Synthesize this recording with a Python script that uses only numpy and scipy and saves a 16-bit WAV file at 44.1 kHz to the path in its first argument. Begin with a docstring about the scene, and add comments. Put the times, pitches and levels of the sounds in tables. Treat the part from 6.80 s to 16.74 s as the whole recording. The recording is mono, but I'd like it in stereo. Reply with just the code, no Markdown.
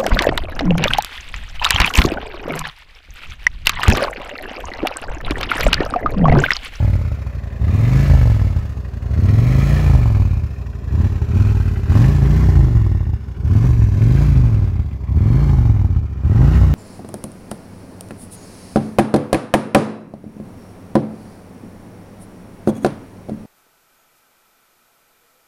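"""A parked V-twin motorcycle, close by in an open lot. It coasts down from 2500 rpm, takes two long
throttle blips (0.8 s, 2.2 s), sinks to idle, takes five quick ones (4.0-5.6 s), then four spaced ones.
Two unevenly spaced cylinders thump into the muffler. In each blip the air box gulps and gas rushes;
then the throttle shuts and the pipes bark as the revs fall. Valves and gears clatter throughout,
while the listener wanders from the side of the bike to the handlebar."""
import sys
import numpy as np
from scipy import signal
from scipy.fft import rfft, irfft
from scipy.io import wavfile
from scipy.ndimage import uniform_filter1d

SR = 44100
rng = np.random.default_rng(int(sys.argv[2]) if len(sys.argv) > 2 else 0)


def output_pcm(signal):
    """Save a mono or channel-first signal as 16-bit PCM at the path in sys.argv[1].

    Samples are clipped to [-1, 1] before scaling.
    """
    pcm = np.clip(np.atleast_2d(signal).T, -1, 1) * 32767
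    wavfile.write(sys.argv[1], SR, np.round(pcm).astype(np.int16))


N = 438354
TIME = np.arange(N) / SR
IDLE_RPM = 1324.8

# throttle twists: open t/s, shut t/s, first opening/0-1, last opening/0-1, bite/dB (scaled per layer)
THROTTLE_BLIPS = [(.763, 1.244, .7, .502, 0), (2.237, 3.0, .555, .429, 0), (4.049, 4.224, .616, .581, 0),
                  (4.465, 4.685, .802, .247, 1), (4.794, 4.96, .157, .073, 0),
                  (5.056, 5.298, .817, .865, 5), (5.41, 5.638, .838, .374, -1),
                  (6.583, 6.839, .702, .764, 1), (7.109, 7.418, .514, .703, 0),
                  (8.256, 8.607, .581, .827, 0), (9.39, 9.748, .852, .807, 0)]
# single hard firings: t/s, boost/dB (more in the bark)
HARD_FIRINGS = [(.317, 5), (.468, 5), (1.647, 2), (1.727, 2.5), (1.763, 1.5), (1.971, 3.5), (3.635, 3.5),
                (4.416, 4.5), (6.147, 2), (6.205, 2.5), (6.292, 4.5), (6.332, 3.5), (7.956, 1.5),
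                (7.995, 4), (9.048, 3.5), (9.165, 2)]
# events in the four-stroke cycle: phase/cycles, level/dB
FIRING_PHASES = [(0.602, 0.5), (.993, 0)]
INTAKE_PHASES = [(0.431, 0), (0.842, 0.73)]
VALVE_PHASES = [(.13, -11), (0.361, -1.5), (.55, -0.5), (.76, -20), (.95, -6)]
# pulse strength: speed/rpm, throttle shut level/dB, throttle open level/dB
EXHAUST_LEVELS = [(1310, -20.5, -1), (1640, -20, -11.5), (1870, -12, -7), (2167, -8, -6.5), (2350, -6, -6),
                  (3240, -3, -5), (3240, -3.5, -8.5), (3850, -3.5, -7.5)]
INTAKE_LEVELS = [(1270, -24, -8), (1700, -22, -14), (2110, -19, -6), (2600, -15.5, -7), (3140, -13, -4),
                 (3700, -17, -9)]
# source spectra: f/Hz, relative level/dB
MUFFLER_EQ = [(12, -54.5), (20, -37.5), (35, -14), (50, 2.5), (65, 4.5), (85, 2), (110, 3), (140, -7),
              (180, -13), (250, -23), (400, -42), (700, -48), (2000, -100.5), (8000, -89.5)]
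AIR_BOX_EQ = [(12, -32.5), (20, -36), (35, -26), (50, 3.5), (65, 9), (85, 4.5), (110, -5), (140, -0.5),
              (180, -6), (250, -16), (400, -28.5), (700, -42.5), (2000, -79.5), (8000, -89)]
GROWL_EQ = [(60, -29), (170, 8), (260, 3), (340, -1.5), (430, -8.5), (540, -11), (700, -17.5),
            (1200, -29), (4000, -54)]
PIPE_EQ = [(60, -31), (200, 0.5), (340, 8.5), (450, -3), (580, 6), (700, -3.5), (830, 5), (930, -5.5),
           (1070, -0.5), (1300, -12), (2400, -42), (3200, -40), (7000, -29), (15000, -55.5)]
GAS_EQ = [(40, 2.5), (120, 9.5), (200, 17), (300, 4.5), (460, -0.5), (600, 1.5), (720, 0.5), (900, -8),
          (1050, -0.5), (1300, -6.5), (1800, -9.5), (3500, -40)]
CLATTER_EQ = [(300, -2.5), (800, -16.5), (1300, 2), (1700, 1), (2000, -3.5), (2350, -2), (2700, -8),
              (3100, -12.5), (4500, -23), (9000, -35)]
HISS_EQ = [(1500, -32.5), (3000, -3), (4200, 0), (5500, -2), (7000, -4.5), (8000, -9.5), (8900, -16.5),
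           (9700, -12), (10300, -13.5), (10800, -7), (11400, -14.5), (12100, -8.5), (13000, -12.5),
           (15800, -14)]
# shading by the bike, heard from its side and from the handlebar: f/Hz, relative level/dB
GAS_SIDE_EQ = [(200, -5.5), (330, -7.5), (450, 7), (560, 8.5), (700, 4), (1000, 4.5), (1400, -5)]
GAS_BAR_EQ = [(200, 3), (330, 4.5), (440, -1), (600, -6.5), (830, 4), (1020, 5), (1400, -6.5)]
CLATTER_SIDE_EQ = [(700, -3), (1150, 2), (1500, -5), (1850, 3.5), (2300, 2.5), (2800, 1.5), (3600, 2.5)]
CLATTER_BAR_EQ = [(700, -1), (1150, -1), (1500, 0), (1850, -1), (2300, -1.5), (2800, 1.5), (3600, 0)]
# listener's path and how openly each part is heard: t/s, position/0-1 (side to handlebar),
# air box/dB (tripled in the growl), gas/dB, clatter/dB, hiss/dB, case/dB, bark/dB
LISTENER_PATH = [(0, 0.15, 1.5, -5.5, 1, 0, -16, 3), (.8, 0.22, -0.5, 0.5, 1, -0.5, -7, 0),
                 (1.35, 0, -3.5, -4.5, 3.5, 3, -20, 3), (2, 0.34, 0, -0.5, -2, -1, -5.5, -5),
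                 (2.9, 0.04, -2, -2.5, 3.5, 3, -0.5, 3), (3.6, 0.37, 1, -3, -2, -1.5, -7, -2),
                 (4.4, 0.67, -1.5, 2, -1, -0.5, 2, -1.5), (4.8, 0.82, -6, -0.5, 1.5, 1, 2.5, -1.5),
                 (5.6, 0.78, 2, 2, -2, -1.5, 6.5, 3), (6.3, 0.94, -5.5, -1.5, -5.5, -5.5, -8, 1.5),
                 (6.85, .8, -1, 1, -3.5, -2, 1.5, 1), (7.35, 0.5, 1.5, -3.5, -2, -.5, -0.5, -7),
                 (7.75, 0.6, 3, -1, -3, -4.5, 0, -9.5), (8.1, 0.72, 1, -0.5, -6.5, -6, -11, -5.5),
                 (8.7, 0.76, -0.5, 1, -4, -4.5, -1, 0), (9.3, 1, 3.5, -1.5, -6.5, -8, -10, -6.5),
                 (9.65, 0.73, 0.5, 1.5, 0, -3.5, -5, 14), (9.94, 0.7, 3, -5, -3.5, -3.5, -8, -3.5)]
PATH_COLUMNS = ("t", "position", "air_box", "gas", "clatter", "hiss", "case", "bark")
# stereo likeness of the noise: f/Hz, left-right correlation/0-1
STEREO_CORRELATION = [(100, 0.8), (250, 1), (500, 0.93), (1000, 0.54), (2000, 0.51), (4000, 0), (12000, 0)]


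def exhaust(firings, level_db):
    """Each firing sets the muffler booming for a few swings."""
    return off_centre(-convolve(firings * amp(level_db), impulse(MUFFLER_EQ)), lag_s=0.00031)


def intake(gulps, level_db):
    """Each intake stroke sucks at the air box."""
    return off_centre(-convolve(gulps * amp(level_db), impulse(AIR_BOX_EQ)), lag_s=0.000011)


def air_box_growl(gulps, level_db):
    """Hard gulps drive the air box into a growl of clean harmonics."""
    return -convolve(gulps * amp(level_db - 17), impulse(GROWL_EQ))


def pipe_bark(firings, exhaust_db, overrun):
    """Hard firing fronts ring the pipes, most on a shut throttle and on pops."""
    fronts = np.roll(firings, int(.0018 * SR)) * amp(2.3 * rng.standard_normal(N))
    ringing = -convolve(fronts, impulse(PIPE_EQ)).repeat(2, axis=0)
    pipes = body_shading(tank_reflections(ringing, wet_db=3.5, decay_s=0.005), GAS_SIDE_EQ, GAS_BAR_EQ)
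    return pipes * pop_gain() ** 1.47 * amp(1.435 * exhaust_db - 38.5 + 10 * overrun)


def gas_rush(firings, gulps, rpm, overrun):
    """Turbulent gas puffs with the intake and exhaust strokes."""
    suction = 0.98 + puffs(gulps, decay_s=0.0027)
    envelope = 1.1 + (1 - overrun) * suction + 1.8 * puffs(firings, decay_s=0.0032)
    gas = body_shading(convolve(stereo_noise() * envelope, impulse(GAS_EQ)), GAS_SIDE_EQ, GAS_BAR_EQ)
    return gas * amp(speed_db(rpm, idle_db=-40.5, doubling_db=8.5) - 2.1 * overrun)


def clatter(cycles, firings, rpm, load):
    """Valves seat and pistons knock over the whirr of gears and chains."""
    valves = puffs(strokes(cycles, VALVE_PHASES, spread_db=7.5, jitter_s=0.00059), decay_s=0.0067)
    envelope = 0.46 + 0.84 * valves + 1.18 * puffs(firings, decay_s=0.0099)
    metal = convolve(stereo_noise() * envelope, impulse(CLATTER_EQ))
    metal = tank_reflections(metal, wet_db=0.5, decay_s=0.0028)
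    metal = body_shading(metal, CLATTER_SIDE_EQ, CLATTER_BAR_EQ)
    return metal * amp(speed_db(rpm, idle_db=-48, doubling_db=8.5) + 1.38 * load)


def hiss(cycles, firings, rpm, load):
    """Machinery sizzle: pulses with the firings, ticks with the valves."""
    ticks = puffs(strokes(cycles, VALVE_PHASES, spread_db=4, jitter_s=0.0012), decay_s=0.00036)
    envelope = 0.54 + 0.5 * ticks + 1.01 * puffs(firings, decay_s=0.006)
    sizzle = convolve(stereo_noise() * envelope, impulse(HISS_EQ))
    sizzle = tank_reflections(sizzle, wet_db=3, decay_s=0.0049)
    return sizzle * amp(speed_db(rpm, idle_db=-56, doubling_db=9.5) + 0.99 * load)


def case_ring(rpm, ring_hz=403.1, width_hz=14.8):
    """Shaking keeps one engine case resonance humming, even at idle."""
    t = np.arange(SR // 4) / SR
    mode = np.exp(-np.pi * width_hz * t) * np.sin(2 * np.pi * ring_hz * t)
    hum = unit_power(convolve(stereo_noise(), mode))
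    return hum * amp(speed_db(rpm, idle_db=-43.5, doubling_db=1) + path("case"))


def trim_rattle(cycles, rpm):
    """Loose chrome ticks on the hardest shakes only."""
    shakes = strokes(cycles, FIRING_PHASES, spread_db=5.5, jitter_s=.005)
    ticks = stereo_noise() * puffs(np.maximum(shakes - 1.3, 0), decay_s=.0009)
    return highpass(ticks, order=3, cutoff_hz=8500) * amp(speed_db(rpm, idle_db=-66, doubling_db=6))


def crank(start_rpm=2515, pull_rpm_per_s=12500, drag_per_s=1.1616, twist_s=.04, step_hz=200):
    """Opening and rpm: the throttle pulls, drag slows, the idle jet holds the lowest speed."""
    t = np.arange(0, N / SR + 1 / step_hz, 1 / step_hz)
    throttle = np.zeros_like(t)
    for open_s, shut_s, first, last, _ in THROTTLE_BLIPS:
        twist = np.clip(np.minimum(t - open_s, shut_s + twist_s - t) / twist_s, 0, 1)
        throttle += twist * np.interp(t, [open_s, shut_s], [first, last])
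    rpm = [start_rpm]
    for opening in throttle[:-1]:
        drag = drag_per_s * rpm[-1] * (1 - (IDLE_RPM / rpm[-1]) ** 12)
        rpm.append(rpm[-1] + (pull_rpm_per_s * opening - drag) / step_hz)
    return np.interp(TIME, t, throttle), np.interp(TIME, t, rpm)


def cylinder_load(throttle, fill_lag_s=0.021, full_load_opening=0.43):
    """Load, 0-1: cylinder filling trails the throttle."""
    pole = np.exp(-1 / (fill_lag_s * SR))
    return signal.lfilter([1 - pole], [1, -pole], np.clip(throttle / full_load_opening, 0, 1))


def throttle_bite(delay_s=0.12, width_s=0.084):
    """Brief level change in dB just after some twists."""
    return sum(db * np.exp(-((TIME - open_s - delay_s) / width_s) ** 2)
               for open_s, *_, db in THROTTLE_BLIPS)


def pop_gain(width_s=.012):
    """Gain that lifts single firings into pops."""
    return amp(sum(db * np.exp(-((TIME - at_s) / width_s) ** 4) for at_s, db in HARD_FIRINGS))


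def strokes(cycles, phases, spread_db, jitter_s):
    """One uneven click each time the engine passes a listed phase."""
    clicks = np.zeros(N)
    for phase, db in phases:
        passes = np.arange(-1, int(cycles[-1]) + 1) + phase
        times_s = np.interp(passes, np.r_[-.1, cycles], np.r_[.002, TIME], left=-1, right=-1)
        timing, strength = rng.standard_normal((len(times_s), 2)).T
        at = np.round((times_s + jitter_s * timing) * SR).astype(int)
        inside = (at >= 0) & (at < N)
        clicks[at[inside]] += amp(db + spread_db * np.clip(strength, -2, 2))[inside]
    return clicks


def puffs(clicks, decay_s):
    """Swell and decay after each click."""
    age = np.arange(SR // 10) / SR / decay_s
    return convolve(clicks, 2 * (np.exp(-age) - np.exp(-2.5 * age)))[0]


def pulse_db(levels, rpm, load):
    """Pulse level at this speed, blended from shut to open by load."""
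    speeds_rpm, shut_db, open_db = np.transpose(levels)
    return (1 - load) * np.interp(rpm, speeds_rpm, shut_db) + load * np.interp(rpm, speeds_rpm, open_db)


def speed_db(rpm, idle_db, doubling_db):
    """Level rising one step per doubling of speed."""
    return idle_db + doubling_db * np.log2(rpm / IDLE_RPM)


def off_centre(x, lag_s):
    """An off-centre source reaches left and right lag_s apart."""
    return np.array([np.interp(TIME + side * lag_s / 2, TIME, x[0]) for side in (-1, 1)])


def body_shading(x, side_eq, bar_eq):
    """The bike shades the spectrum as the listener comes round; unit power out."""
    position = np.clip(path("position"), 0, 1)
    from_side, from_bar = convolve(x, impulse(side_eq)), convolve(x, impulse(bar_eq))
    return unit_power((1 - position) * from_side + position * from_bar)


def tank_reflections(x, wet_db, decay_s, steps=30):
    """Tank and chrome echoes comb the sound, changing along the path; unit power out."""
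    hop = N // steps + 1
    padded = np.pad(x, ((0, 0), (hop, 2 * hop)))
    combed, fade = np.zeros_like(padded), signal.windows.cosine(2 * hop)
    for start in np.arange(steps + 1) * hop:
        taps = echo_taps(SR // 40, decay_s)
        taps *= amp(wet_db) / np.linalg.norm(taps, axis=1, keepdims=True)
        taps[:, 0] = 1  # direct sound
        part = slice(start, start + 2 * hop)
        combed[:, part] += fade * signal.fftconvolve(padded[:, part], taps, axes=1)[:, :2 * hop]
    return unit_power(combed[:, hop:hop + N])


def lot_scatter(x, wet_db, decay_s):
    """Asphalt and bodywork scatter differently to left and right."""
    taps = highpass(echo_taps(SR // 16, decay_s), order=2, cutoff_hz=450)
    return x + amp(wet_db) * convolve(x, taps / np.linalg.norm(taps[0]))


def echo_taps(size, decay_s, gap_s=.0005):
    """Dense, decaying stereo echoes."""
    t = np.arange(size) / SR
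    return rng.standard_normal((2, size)) * np.exp(-t / decay_s) * (t > gap_s)


def stereo_noise():
    """White noise, alike in the bass, unrelated in the treble."""
    left, other = rfft(rng.standard_normal((2, N)))
    likeness = np.clip(on_fft_bins(STEREO_CORRELATION, N), -1, 1)
    return irfft(np.array([left, likeness * left + np.sqrt(1 - likeness ** 2) * other]), N)


def impulse(eq, size=16384):
    """Minimum-phase response of a body with this spectrum, peak 1."""
    cepstrum = irfft(np.log(amp(on_fft_bins(eq, size))))
    cepstrum[1:size // 2] *= 2
    cepstrum[size // 2 + 1:] = 0
    ring = irfft(np.exp(rfft(cepstrum)))[:size // 2]
    return ring / abs(ring).max()


def unit_power(x, size=6000):
    """Holds power at 1 over a few engine cycles; keeps the beat within them."""
    power = uniform_filter1d(uniform_filter1d((x ** 2).mean(0), size), size)
    return x / np.sqrt(abs(power) + 1e-14)


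def path(column):
    rows = np.asarray(LISTENER_PATH)
    return np.interp(TIME, rows[:, 0], rows[:, PATH_COLUMNS.index(column)])


def on_fft_bins(table, size):
    f_hz, values = np.transpose(table)
    return np.interp(np.log(np.fft.rfftfreq(size, 1 / SR) + 1), np.log(f_hz + 1), values)


def convolve(x, response):
    return signal.oaconvolve(np.atleast_2d(x), np.atleast_2d(response), axes=1)[:, :N]


def highpass(x, order, cutoff_hz):
    return signal.sosfilt(signal.butter(order, cutoff_hz, "high", fs=SR, output="sos"), x)


def amp(db):
    return 10 ** (np.asarray(db) / 20)


def scene():
    """Throttle sets speed and load; these time the strokes and drive the levels."""
    throttle, rpm = crank()
    load, bite_db = cylinder_load(throttle), throttle_bite()
    cycles = .066 + np.cumsum(rpm) / 60 / 2 / SR  # two turns per cycle
    rpm_per_s = uniform_filter1d(np.gradient(rpm) * SR, size=2000)
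    overrun = np.clip(-rpm_per_s / 1800, 0, 1)  # 0 pulling, 1 coasting down
    firings = strokes(cycles, FIRING_PHASES, spread_db=2, jitter_s=0.00012) * pop_gain()
    gulps = strokes(cycles, INTAKE_PHASES, spread_db=1.9, jitter_s=0.00017)
    exhaust_db = pulse_db(EXHAUST_LEVELS, rpm, load) + 0.95 * bite_db
    intake_db = pulse_db(INTAKE_LEVELS, rpm, load) + 0.98 * bite_db + path("air_box")
    boom = exhaust(firings, exhaust_db) + intake(gulps, intake_db)
    boom = lot_scatter(boom, wet_db=3.5, decay_s=0.0044)
    growl = air_box_growl(gulps, intake_db + 2 * path("air_box"))
    gas = gas_rush(firings, gulps, rpm, overrun) * amp(path("gas") + 1.3 * bite_db)
    pipes = pipe_bark(firings, exhaust_db, overrun) * amp(path("bark") + 3 * bite_db)
    metal = clatter(cycles, firings, rpm, load) * amp(path("clatter") + 1.24 * bite_db)
    treble = hiss(cycles, firings, rpm, load) + trim_rattle(cycles, rpm)
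    treble *= amp(path("hiss") + 1.3 * bite_db)
    return boom + growl + gas + pipes + metal + treble + case_ring(rpm)


def record(dry):
    """Right side slightly louder, peaks rounded, low-pass at 15.8 kHz."""
    panned = dry * amp([[-.45], [.45]])
    rounded = panned / (1 + panned ** 8) ** (1 / 8)
    lowpass = signal.firwin(511, 15800, window=("kaiser", 9), fs=SR)
    return signal.oaconvolve(rounded, lowpass[None], "same")


dry = scene()
out = record(dry)
output_pcm(out)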